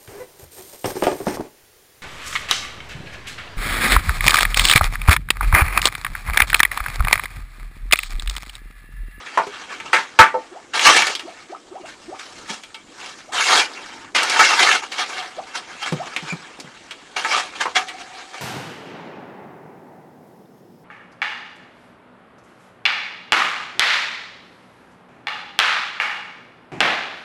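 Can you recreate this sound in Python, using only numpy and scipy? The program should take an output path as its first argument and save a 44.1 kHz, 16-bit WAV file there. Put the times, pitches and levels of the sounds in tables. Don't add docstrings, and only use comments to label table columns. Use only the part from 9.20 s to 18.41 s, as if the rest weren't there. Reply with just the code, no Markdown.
import sys
import numpy as np
from scipy import signal
from scipy.io import wavfile
from scipy.ndimage import uniform_filter1d

SR = 44100
rng = np.random.default_rng(int(sys.argv[2]) if len(sys.argv) > 2 else 0)


def to_wav(s):
    ch = np.atleast_2d(s).T
    pcm = np.round(np.clip(ch, -1, 1) * 32767)
    wavfile.write(sys.argv[1], SR, pcm.astype(np.int16))


N = 406161

# (frequency [Hz], relative density [dB])
AIR_SPECTRUM = [(15, -48), (25, -3.5), (161, 2), (299, 12), (436, 7.5), (1030, -1), (1320, -7.5),
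                (1970, -8.5), (3380, -19), (8020, -6.5), (14100, -48), (15700, -63)]
AIR_DB = -50

# (frequency [Hz], relative density [dB])
GRIT_SPECTRUM = [(120, -55), (307, -14.5), (566, -10), (886, -5.5), (1160, -3.5), (1450, -3), (3000, -5.5),
                 (6680, -12), (10300, -25.5), (15700, -59)]
# (time [s], pressure [dB])
PUSH_CURVES = [
    [(1.537, -25), (1.555, -15), (1.588, -20), (1.63, -14), (1.665, -4), (1.72, -9), (1.77, -10),
     (1.79, -16), (1.945, -27)],
    [(4.122, -29), (4.152, -19), (4.34, -10), (4.4, -11), (4.49, -38)],
    [(4.95, -13), (5.07, -19), (5.188, -16), (5.196, -7), (5.278, -14), (5.36, -13), (5.55, -13),
     (5.612, -35)],
]
EDGE_DB_PER_S = 6000
# (time of peak [s], pressure [dB], swell over 20 dB [s], fade over 20 dB [s])
SCUFF_EVENTS = [(0.529, -35, .1, .1), (0.66, -33, .01, .1), (0.74, -18, .008, .12), (2.66, -37, .01, .12),
                (2.997, -36, .02, .15), (3.302, -27, .03, .1), (5.25, -7, .03, .04), (5.432, -7, .03, .03),
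                (3.836, -34, .15, .3), (5.627, -26, .015, .08), (5.721, -21, .006, .04),
                (5.815, -19, .12, .06), (5.9, -26, .06, .2), (5.99, -26, .1, .15), (6.272, -35, .008, .12),
                (6.357, -19, .02, .06), (6.63, -24, .04, .1), (6.662, -21, .006, .07), (7.09, -29, .1, .07),
                (7.966, -18, .005, .12), (8.122, -15.5, .1, .15), (8.186, -19, .1, .08),
                (8.355, -32, .008, .2), (8.411, -15, .012, .06), (8.556, -13, .008, .075),
                (8.81, -34, .12, .08), (8.988, -35, .1, .1), (9.145, -31, .02, .15)]
# (time [s], pressure [dB])
SHUFFLE_CURVE = [(0, -38.5), (.095, -34.5), (.7, -40), (1.5, -49), (2.03, -41), (2.45, -53), (3.2, -43),
                 (3.7, -56), (4.5, -37), (4.78, -38), (4.95, -52), (6.4, -40), (7.0, -35.5), (7.5, -47),
                 (8.52, -40)]
# (time [s], gain above about 3.5 kHz [dB], hum of the pressed blade [dB])
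SCRAPE_COLOUR = [(0, -6, -31), (1.7, -3, -32), (3.4, 2.5, -28), (4.2, -1.5, -25), (5.0, -5, -22),
                 (5.95, -4, -18), (6.03, -4.5, -4), (6.15, -4, -20), (8.53, -4, -20), (8.6, -5, -4),
                 (9.2, -3, -11)]
PRESSED_WIDTH_HZ, PRESSED_DB, HUM_HZ = 100, 5, 745

# (frequency [Hz], level [dB], t60 [s])
BLADE_MODES = [(510, -8, .15), (815, -10, .23), (892, 0, .2), (1180, -15, .25), (1310, -5, .13),
               (1540, -9, .15), (1750, -14, .12), (2170, -13, .18), (2293, -18, .25), (2767, -15, .18),
               (3200, -14, .13)]
# (time [s], level [dB], centre [Hz], t60 [s], blade ring against the blow [dB])
KNOCK_EVENTS = [(0.174, 2.5, 900, 0.14, -19), (0.6, -15, 2000, 0.069, -13), (0.73, 2, 1650, 0.25, -8),
                (0.989, 11.5, 1400, 0.22, -2), (1.141, -14, 544, 0.24, 3), (1.593, -2, 2500, 0.057, -15),
                (1.614, -4, 2500, .05, -15), (1.82, 1, 2300, .06, -25), (1.868, -3, 2800, 0.06, -29),
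                (1.951, -9, 3300, .06, -20), (1.994, -14, 2500, .08, -20), (3.435, -21, 2600, .07, -25),
                (3.544, -21, 2900, 0.08, -6), (5.031, -11, 6000, 0.04, -30), (5.097, -7, 3800, .07, -15),
                (5.192, 1, 1500, 0.2, -4), (6.963, -5, 2200, 0.06, -22), (7.4, -24, 5000, .07, -25),
                (7.709, -18, 2720, 0.1, -18), (8.047, -5, 1500, 0.1, -9), (8.455, -4, 1000, 0.096, -22),
                (8.684, -15, 2500, 0.11, -15)]
CRACK_DB = -18

# (time [s], level [dB], pitch [Hz])
THUD_EVENTS = [(0.267, -25, 403), (3.299, -31, 215), (6.721, -13, 150), (7.024, -29, 158),
               (7.123, -20.5, 164), (7.387, -32, 287), (7.443, -32.5, 141)]

# (time [s], length [s], first pitch [Hz], last pitch before waver [Hz], level before hollow [dB])
GLUG_EVENTS = [(1.311, 0.078, 320, 1097, -41), (2.029, 0.067, 259, 870, -39.5),
               (2.293, .062, 321, 1505, -36.5), (2.509, 0.078, 324, 1186, -37.5),
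               (2.597, 0.06, 324, 833, -41), (2.876, .075, 295.5, 1203, -36.5),
               (4.07, 0.057, 470, 1480, -44), (6.167, 0.036, 444, 920, -30.5),
               (6.793, .04, 565, 1194, -31.5)]
# (frequency [Hz], width [Hz], gain [dB])
HOLLOW_MODES = [(332, 167, 4.5), (698, 280, 9), (1210, 200, 11)]

SQUEAK_S, SQUEAK_HZ, SQUEAK_DB, SQUEAK_T60_S = 7.098, 2360, -19, .13
SQUEAK_HARMONICS = [0, -18, -15]

# (frequency [Hz], t60 [s])
PEN_DECAY = [(200, 0.22), (1000, 0.13), (7000, 0.095)]
BAND_LIMIT_HZ = 15900


def gain_of(db):
    return 10 ** (np.asarray(db) / 20)


def evened(x):
    return x / np.sqrt(np.mean(x ** 2) + 1e-20)


def read(points, hz):
    f, value = np.transpose(points)
    return np.interp(np.log(hz + 1), np.log(f + 1), value)


def add(mix, s, sound):
    part = mix[max(round(s * SR), 0):][:len(sound)]
    part += sound[:len(part)]


def resonate(x, hz, width):
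    pole = np.exp((2j * np.pi * hz - np.pi * width) / SR)
    return 2 * signal.lfilter([1 - abs(pole)], [1, -pole], x).real


def resonate_twice(x, hz, width):
    return resonate(resonate(x, hz, width), hz, width)


def patchy(noise, bins, frames):
    over_hz = uniform_filter1d(noise, size=bins, axis=0)
    return evened(uniform_filter1d(over_hz, size=frames, axis=1))


def air():
    hz = np.fft.rfftfreq(1024, 1 / SR)
    real, imaginary, noise = rng.standard_normal((N // 256 + 5, 513, 3)).T
    level_db = read(AIR_SPECTRUM, hz)[:, None] + 2.5 * patchy(noise, 10, 16)
    z = (real + 1j * imaginary) * gain_of(level_db)
    wash = signal.istft(z, nperseg=1024, noverlap=768)[1][:N]
    return gain_of(AIR_DB) * evened(wash)


def pressure(now):
    parts = [np.interp(now, *np.transpose(SHUFFLE_CURVE))]
    for push in PUSH_CURVES:
        s, db = np.transpose(push)
        outside = np.maximum(s[0] - now, 0) + np.maximum(now - s[-1], 0)
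        parts.append(np.interp(now, s, db) - EDGE_DB_PER_S * outside)
    for s, db, swell_s, fade_s in SCUFF_EVENTS:
        parts.append(db - 20 * np.where(now < s, (s - now) / swell_s, (now - s) / fade_s))
    return 10 * np.log10(sum(gain_of(part) ** 2 for part in parts))


def rubbing_noise(pressure_db):
    snaps = gain_of(1.05 * np.minimum(rng.exponential(1, N), 4)) * (rng.random(N) < 3000 / SR)
    rub = evened(snaps * rng.standard_normal(N)) + 1.74 * rng.standard_normal(N)
    catches = gain_of(4.0 * np.minimum(rng.exponential(1, N), 2)) * (rng.random(N) < 60 / SR)
    slips = signal.lfilter([1], [1, -np.exp(-1 / (.01 * SR))], catches)
    skip = .22 * gain_of(-.2 * np.maximum(pressure_db + 15, -10))
    return rub * (1 + skip * slips)


def pressed(grit, pressure_db):
    hz, t, z = signal.stft(grit, SR, nperseg=1024, noverlap=768)
    noise = rng.standard_normal((len(t), len(BLADE_MODES), 2))
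    sway, drift = evened(uniform_filter1d(noise, size=8, axis=0)).T
    load_db = PRESSED_DB + .4 * np.minimum(np.interp(t * SR, np.arange(N), pressure_db) + 22, 0)
    peaks = 0
    for mode, s, d in zip(BLADE_MODES[2:], sway, drift):
        offset = 2 * (hz[:, None] - mode[0] * (1 + .025 * d)) / PRESSED_WIDTH_HZ
        peaks = peaks + gain_of(load_db + 5 * s) / (1 + offset ** 2)
    around = uniform_filter1d(uniform_filter1d((1 + peaks) ** 2, size=16, axis=0), size=40, axis=1)
    return signal.istft(z * (1 + peaks) / np.sqrt(around), SR, nperseg=1024, noverlap=768)[1][:N]


def scrape():
    now = np.arange(N) / SR
    pressure_db = np.interp(now, now[::32], pressure(now[::32]))
    colour_s, treble_db, hum_db = np.transpose(SCRAPE_COLOUR)
    rub = rubbing_noise(pressure_db)
    hz, t, z = signal.stft(rub, SR, nperseg=256)
    patches = patchy(rng.standard_normal((len(t), len(hz))).T, 6, 10)
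    z = z * gain_of(read(GRIT_SPECTRUM, hz)[:, None] + 2.3 * patches)
    plain = signal.istft(z, SR, nperseg=256)[1]
    above_treble = 1 / (1 + (3500 / (hz + 1)) ** 4)
    above_treble = above_treble[:, None]
    z = z * gain_of(above_treble * np.interp(t, colour_s, treble_db))
    body = 1 / (1 + (hz / 900) ** 3)
    z = z * gain_of(-.15 * body[:, None] * (np.interp(t, now, pressure_db) + 22.5))
    grit = signal.istft(z, SR, nperseg=256)[1][:N] / plain.std()
    hum = evened(resonate_twice(rub, HUM_HZ, PRESSED_WIDTH_HZ))
    sound = pressed(grit, pressure_db) + gain_of(np.interp(now, colour_s, hum_db)) * hum
    return gain_of(pressure_db) * sound


def knock(db, hz, t60, ring_db):
    t = np.arange(SR // 2) / SR
    noise = rng.standard_normal(len(t))
    fade = gain_of(-60 * t / max(t60, .01)) * np.minimum(t / 0.0004, 1)
    body = evened(resonate_twice(noise, hz, 0.9 * hz))
    crack = evened(resonate_twice(noise, 4900, 7000))
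    crack_gain = gain_of(CRACK_DB) * (hz / 1600) ** 2 * np.sqrt(fade)
    crunch = fade * (body + crack_gain * crack) / 4
    blade = np.zeros(len(t))
    for f, level, decay in BLADE_MODES:
        distance = abs(np.log2(f / hz))
        blade += gain_of(level - 10 * distance - 60 * t / decay) * np.sin(2 * np.pi * f * t)
    blade *= np.minimum(t / 0.0029, 1)
    return gain_of(db) * (crunch + gain_of(ring_db) * blade / abs(blade).max())


def thud(db, hz):
    t = np.arange(SR // 4) / SR
    rumble = evened(resonate(rng.standard_normal(len(t)), 1.8 * hz, 2.2 * hz))
    envelope = gain_of(db - 60 * t / 0.09) * np.minimum(t / 0.0029, 1)
    return envelope * (np.sin(2 * np.pi * hz * t) + 0.6 * rumble)


def glugs():
    out = np.zeros(N)
    for s, length, first_hz, last_hz, db in GLUG_EVENTS:
        u = np.arange(0, 1, 1 / (length * SR))
        waver = evened(uniform_filter1d(rng.standard_normal(SR // 5), size=120))[:len(u)]
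        hz = first_hz * (last_hz / first_hz) ** (u ** 1.2) * (1 + 0.09 * u * waver)
        tone = np.sin(2 * np.pi * np.cumsum(hz) / SR)
        rounded = np.tanh(1.6 * tone + .4)
        add(out, s, gain_of(db) * rounded * signal.windows.tukey(len(u), .15))
    return sum(gain_of(db) * resonate_twice(out, hz, width) for hz, width, db in HOLLOW_MODES)


def squeak():
    t = np.arange(SR // 4) / SR
    waver = evened(uniform_filter1d(rng.standard_normal(len(t)), size=200))
    phase = 2 * np.pi * np.cumsum(SQUEAK_HZ * (1 + .03 * waver)) / SR
    tone = sum(gain_of(db) * np.sin((k + 1) * phase) for k, db in enumerate(SQUEAK_HARMONICS))
    return gain_of(SQUEAK_DB - 60 * t / SQUEAK_T60_S) * np.minimum(t / .006, 1) * tone


def pen(x):
    taps = np.zeros(SR // 2)
    at = np.arange(200, len(taps) - 20, 20)
    taps[at + rng.integers(0, 20, len(at))] = rng.choice([-1., 1.], len(at))
    hz, t, z = signal.stft(taps, SR, nperseg=256)
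    decay = gain_of(-60 * t / read(PEN_DECAY, hz)[:, None])
    tail = signal.istft(z * decay, SR, nperseg=256)[1]
    return signal.fftconvolve(x, tail / np.linalg.norm(tail))[:N]


def scene():
    blows = np.zeros(N)
    for s, *row in KNOCK_EVENTS:
        add(blows, s, knock(*row))
    blows = signal.sosfilt(signal.butter(2, 300, "high", fs=SR, output="sos"), blows)
    for s, *row in THUD_EVENTS:
        add(blows, s, thud(*row))
    add(blows, SQUEAK_S, squeak())
    band = signal.butter(3, [125, 9500], "band", fs=SR, output="sos")
    blows = signal.sosfilt(band, blows)
    far = glugs()
    rubbing = signal.sosfilt(signal.butter(2, 200, "high", fs=SR, output="sos"), scrape())
    wet = pen(gain_of(-8) * blows + gain_of(-15.5) * rubbing + gain_of(-7) * far)
    return (blows + rubbing + far + wet + air())[None]


def record(dry):
    limited = np.clip(dry, -1, 1)
    low_pass = signal.firwin(511, BAND_LIMIT_HZ, window=("kaiser", 9), fs=SR)
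    return signal.oaconvolve(limited, low_pass[None], "same")


dry = scene()
out = record(dry)
to_wav(out)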